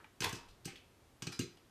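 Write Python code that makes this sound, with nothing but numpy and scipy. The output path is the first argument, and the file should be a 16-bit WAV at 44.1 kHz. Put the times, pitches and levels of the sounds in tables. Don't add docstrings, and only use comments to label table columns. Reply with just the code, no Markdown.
import sys
import numpy as np
from scipy import signal
from scipy.fft import rfft, irfft
from scipy.io import wavfile
from scipy.ndimage import uniform_filter1d

SR = 44100
rng = np.random.default_rng(int(sys.argv[2]) if len(sys.argv) > 2 else 0)


def generate_wav(sig):
    pcm = np.round(np.clip(np.atleast_2d(sig).T, -1, 1) * 32767).astype(np.int16)
    wavfile.write(sys.argv[1], SR, pcm)


def undo_db(level):
    steps = np.asarray(level, float) / 20
    return 10 ** steps


N = 74970


def evened(x):
    return x / np.sqrt(np.mean(x ** 2) + 1e-20)


def read(points, hz):
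    f, value = np.transpose(points)
    return np.interp(np.log(hz + 1), np.log(f + 1), value)


def add(mix, start_s, sound):
    part = mix[round(start_s * SR):][:len(sound)]
    part += sound[:len(part)]


def tinted(x, shape):
    hz = np.fft.rfftfreq(len(x), 1 / SR)
    return evened(irfft(rfft(x) * undo_db(shape(hz)), len(x)))


def swell(t, rise_s, t60_s):
    fall_db = -60 * np.maximum(t - rise_s, 0) / abs(t60_s)
    return np.minimum(t / abs(rise_s), 1) * undo_db(fall_db)


def rings(t, modes, offsets_db, crest_s=None):
    hz, db, t60_s = np.transpose(modes)[:, :, None]
    phase = 0 if crest_s is None else np.pi / 2 - 2 * np.pi * hz * crest_s
    level = undo_db(db + offsets_db[:, None] - 60 * t / t60_s)
    return (level * np.sin(2 * np.pi * hz * t + phase)).sum(0)


def crinkle(count, per_s, spread_db):
    strength = undo_db(spread_db * np.minimum(rng.exponential(1, count), 2))
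    snaps = strength * (rng.random(count) < per_s / SR)
    envelope = 0.53 + signal.lfilter([1], [1, -0.95], snaps)
    return rng.standard_normal(count) * envelope


def room_tone():
    # pitch_hz [Hz], level_db [dB per Hz]
    tone = [(15, -43), (25, -7), (122, -1.5), (147, -7.5), (339, -8), (421, -8.5), (508, -12.5),
            (13500, -31.5), (15400, -42)]
    return undo_db(-66) * tinted(rng.standard_normal(N), lambda hz: read(tone, hz))


def rattle(t, level_db, centre_hz, rise_s, t60_s):
    grains = crinkle(len(t), per_s=1900, spread_db=-3.0)
    body = tinted(grains, lambda hz: -14 * abs(np.log2((hz + 20) / centre_hz)))
    return undo_db(level_db) * swell(t, rise_s, t60_s) * body


def ping(t, pitch_hz, level_db, t60_s):
    waver = evened(uniform_filter1d(rng.standard_normal((2, len(t))), size=300, axis=1))
    unsteady = 1 + 0.09 * (waver[0] + 1j * waver[1])
    tone = (unsteady * np.exp(2j * np.pi * pitch_hz * t)).imag
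    return undo_db(level_db) * swell(t, 0.0023, t60_s) * tone


def hull_crack(t, tilt_db):
    # pitch_hz [Hz], level_db [dB per Hz]
    crack_tint = [(700, -17.5), (1400, -7), (2500, -6), (5800, -1.5), (8500, -7.5), (10500, -20),
                  (13800, -17), (14500, -30)]

    def shape(hz):
        low_cut = -40 * (hz < 600)
        return read(crack_tint, hz) + tilt_db * np.log2((hz + 50) / 4000) + low_cut

    snap = swell(t, 0.0009, t60_s=0.028)
    steam = undo_db(-16.5) * swell(t, 0.006, t60_s=0.097)
    return tinted(rng.standard_normal(len(t)), shape) * (snap + steam)


def pot_thump(t):
    # pitch_hz [Hz], level_db [dB], t60_s [s]
    hollow = [(108, -13, 0.13), (127.6, -4.5, .15), (172.3, -1.5, 0.079), (224, -12.5, 0.052),
              (274.6, -6, 0.12), (348, -12, 0.22), (392.4, -10, 0.086), (478, -15, 0.11)]
    offsets_db = 0.96 * rng.standard_normal(len(hollow))
    return np.minimum(t / 0.0044, 1) * rings(t, hollow, offsets_db, crest_s=0.00678)


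def metal_ring(t):
    # pitch_hz [Hz], level_db [dB], t60_s [s]
    metal = [(1288, -10.5, 0.19), (1605, -0.5, 0.1), (2390, -22, 0.24), (2564, 2, 0.074), (2860, -3, 0.15),
             (3010, -6, 0.2), (3330, -11, .08), (4670, -3, 0.1), (4970, -6.5, 0.3), (6040, -3, 0.057),
             (6190, -6, 0.15), (6855, -17, 0.071), (7630, -17, 0.048)]
    return rings(t, metal, 1.5 * rng.standard_normal(len(metal)))


def pop(t, crack_db, thump_db, ring_db, tilt_db):
    crack = undo_db(crack_db) * hull_crack(t, tilt_db)
    thump = undo_db(thump_db) * pot_thump(t)
    return crack + thump + undo_db(ring_db) * metal_ring(t)


def bag(t, level_db, rise_s, t60_s, tilt_db):
    # pitch_hz [Hz], level_db [dB per Hz]
    paper = [(60, -5), (240, -13), (460, -3.5), (560, -14.5), (1060, -5), (1500, -8), (3000, -5.5),
             (14500, -29)]

    def shape(hz):
        low_cut = -25 * (hz < 70)
        return read(paper, hz) + tilt_db * np.log2((hz + 400) / 2000) + low_cut

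    grains = crinkle(len(t), per_s=2200, spread_db=0.5)
    return undo_db(level_db) * swell(t, rise_s, t60_s) * tinted(grains, shape)


def counter_boom(t):
    return undo_db(-48.5) * swell(t, 0.024, t60_s=0.57) * np.sin(2 * np.pi * 59.6 * t)


def kitchen_tail():
    # pitch_hz [Hz], t60_s [s]
    decay = [(100, 0.19), (260, 0.27), (700, 0.41), (1840, 0.36), (4850, 0.33), (12800, 0.18)]
    taps = np.zeros(SR // 2)
    at = np.arange(260, len(taps) - 20, 20)
    taps[at + rng.integers(0, 20, len(at))] = rng.choice([-1., 1.], len(at))
    hz, t, z = signal.stft(taps, SR, nperseg=256)
    dying = z * undo_db(-60 * t / read(decay, hz)[:, None])
    tail = signal.istft(dying, SR, nperseg=256)[1]
    return (tail / np.linalg.norm(tail))[:SR // 2]


def scene():
    # start_s [s], level_db [dB], centre_hz [Hz], rise_s [s], t60_s [s]
    rattles = [(.001, -60, 1300, 0.0013, 0.12), (.015, -64, 493, 0.0075, 0.11),
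               (.042, -56.5, 1830, 0.0016, 0.048), (.48, -59.5, 56.7, 0.017, 0.18),
               (.685, -66, 61, 0.026, 0.12), (.345, -49, 5100, 0.01, 0.092),
               (.484, -61.5, 3720, .003, 0.14), (.646, -56.5, 4300, 0.0014, 0.22),
               (.665, -61, 5300, 0.0015, 0.041), (.674, -50.5, 2310, 0.0042, 0.18),
               (.38, -63, 990, 0.01, 0.45), (.248, -44.5, 1010, .01, 0.18), (.38, -61, 55.3, 0.022, 0.39),
               (.73, -58.5, 337, 0.0064, 0.1), (.755, -54, 2780, 0.0035, 0.11),
               (1.32, -49, 4630, 0.0028, 0.16), (1.321, -50, 1420, .005, 0.079),
               (1.41, -49, 2780, 0.0014, 0.11), (1.568, -64.5, 2700, 0.0037, 0.12),
               (1.57, -66, 780, 0.0033, 0.065)]
    # start_s [s], pitch_hz [Hz], level_db [dB], t60_s
    # [s]
    pings = [(0.044, 878, -54.5, 0.05), (0.26, 1066, -62, 0.25), (.262, 900, -44, .25),
             (0.332, 2617, -55, 0.42), (.676, 788, -51, 0.11), (.68, 2615, -63, 0.66),
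             (1.228, 2570, -76, 0.086), (1.269, 4330, -39, 0.031), (1.275, 2390, -44, 0.052),
             (1.322, 802, -54, 0.068), (1.324, 5024, -52.5, 0.48), (1.324, 2390, -51.5, 0.2),
             (1.325, 4015, -57.5, 0.45), (1.399, 2820, -37.5, 0.047), (1.403, 4065, -47, 0.27),
             (1.406, 2576, -53.5, 0.18), (1.415, 6300, -59, 0.15), (1.414, 6855, -51.5, 0.092),
             (1.417, 348, -48, 0.36), (1.42, 394, -55.5, 0.49), (.0425, 2350, -50.5, 0.013),
             (1.396, 237, -27, 0.034), (.328, 255, -44, 0.024)]
    # start_s [s], crack_db [dB], thump_db [dB], ring_db [dB], tilt_db of crack [dB per octave]
    pops = [
        (.205, -35.5, -39.5, -48, 2),
        (.292, -45.5, -69, -62, 10),
        (.327, -43, -41, -52.5, 5),
        (.6545, -40, -40.5, -54.5, 5),
        (1.2216, -37.5, -43, -53, -1.5),
        (1.269, -39, -38.5, -49.5, -3),
        (1.3915, -35.5, -31.5, -49.5, 2.5),
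    ]
    # start_s [s], level_db [dB], rise_s [s], t60_s [s], tilt_db [dB per octave]
    pushes = [
        (0.218, -31.5, 0.005, 0.05, .5),
        (.228, -36.5, 0.0067, 0.074, 1.3),
        (.237, -30.5, 0.0075, 0.037, 2),
        (.244, -33.5, 0.0024, 0.04, -0.5),
        (.256, -36, 0.0013, 0.069, -5),
        (0.265, -43, 0.0032, 0.093, -16),
        (.28, -54.5, 0.0032, 0.58, -4),
    ]
    t = np.arange(SR // 3) / SR
    near = np.zeros((2, N))
    for k, (start_s, *row) in enumerate(rattles):
        add(near[k % 2], start_s, rattle(t, *row))
    for k, (start_s, *row) in enumerate(pops):
        add(near[k % 2], start_s, pop(t, *row))
    for start_s, *row in pushes:
        add(near[1], start_s, bag(t, *row))
    add(near[0], 0.22, counter_boom(t))
    room = sum(signal.fftconvolve(part, kitchen_tail())[:N] for part in near)
    for start_s, *row in pings:
        add(near[0], start_s, ping(t, *row))
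    return (near.sum(0) + undo_db(-5.5) * room + room_tone())[None]


def roll_off(x):
    return signal.sosfilt(signal.butter(12, 15600, fs=SR, output="sos"), x)


def record(dry):
    edge_hz, edge_db = 14350, -28
    hz = np.fft.rfftfreq(N, 1 / SR)
    shelf = undo_db(edge_db * np.clip((hz - edge_hz) / 200 + 0.5, 0, 1))
    return roll_off(irfft(rfft(dry) * shelf, N))


dry = scene()
out = record(dry)
generate_wav(out)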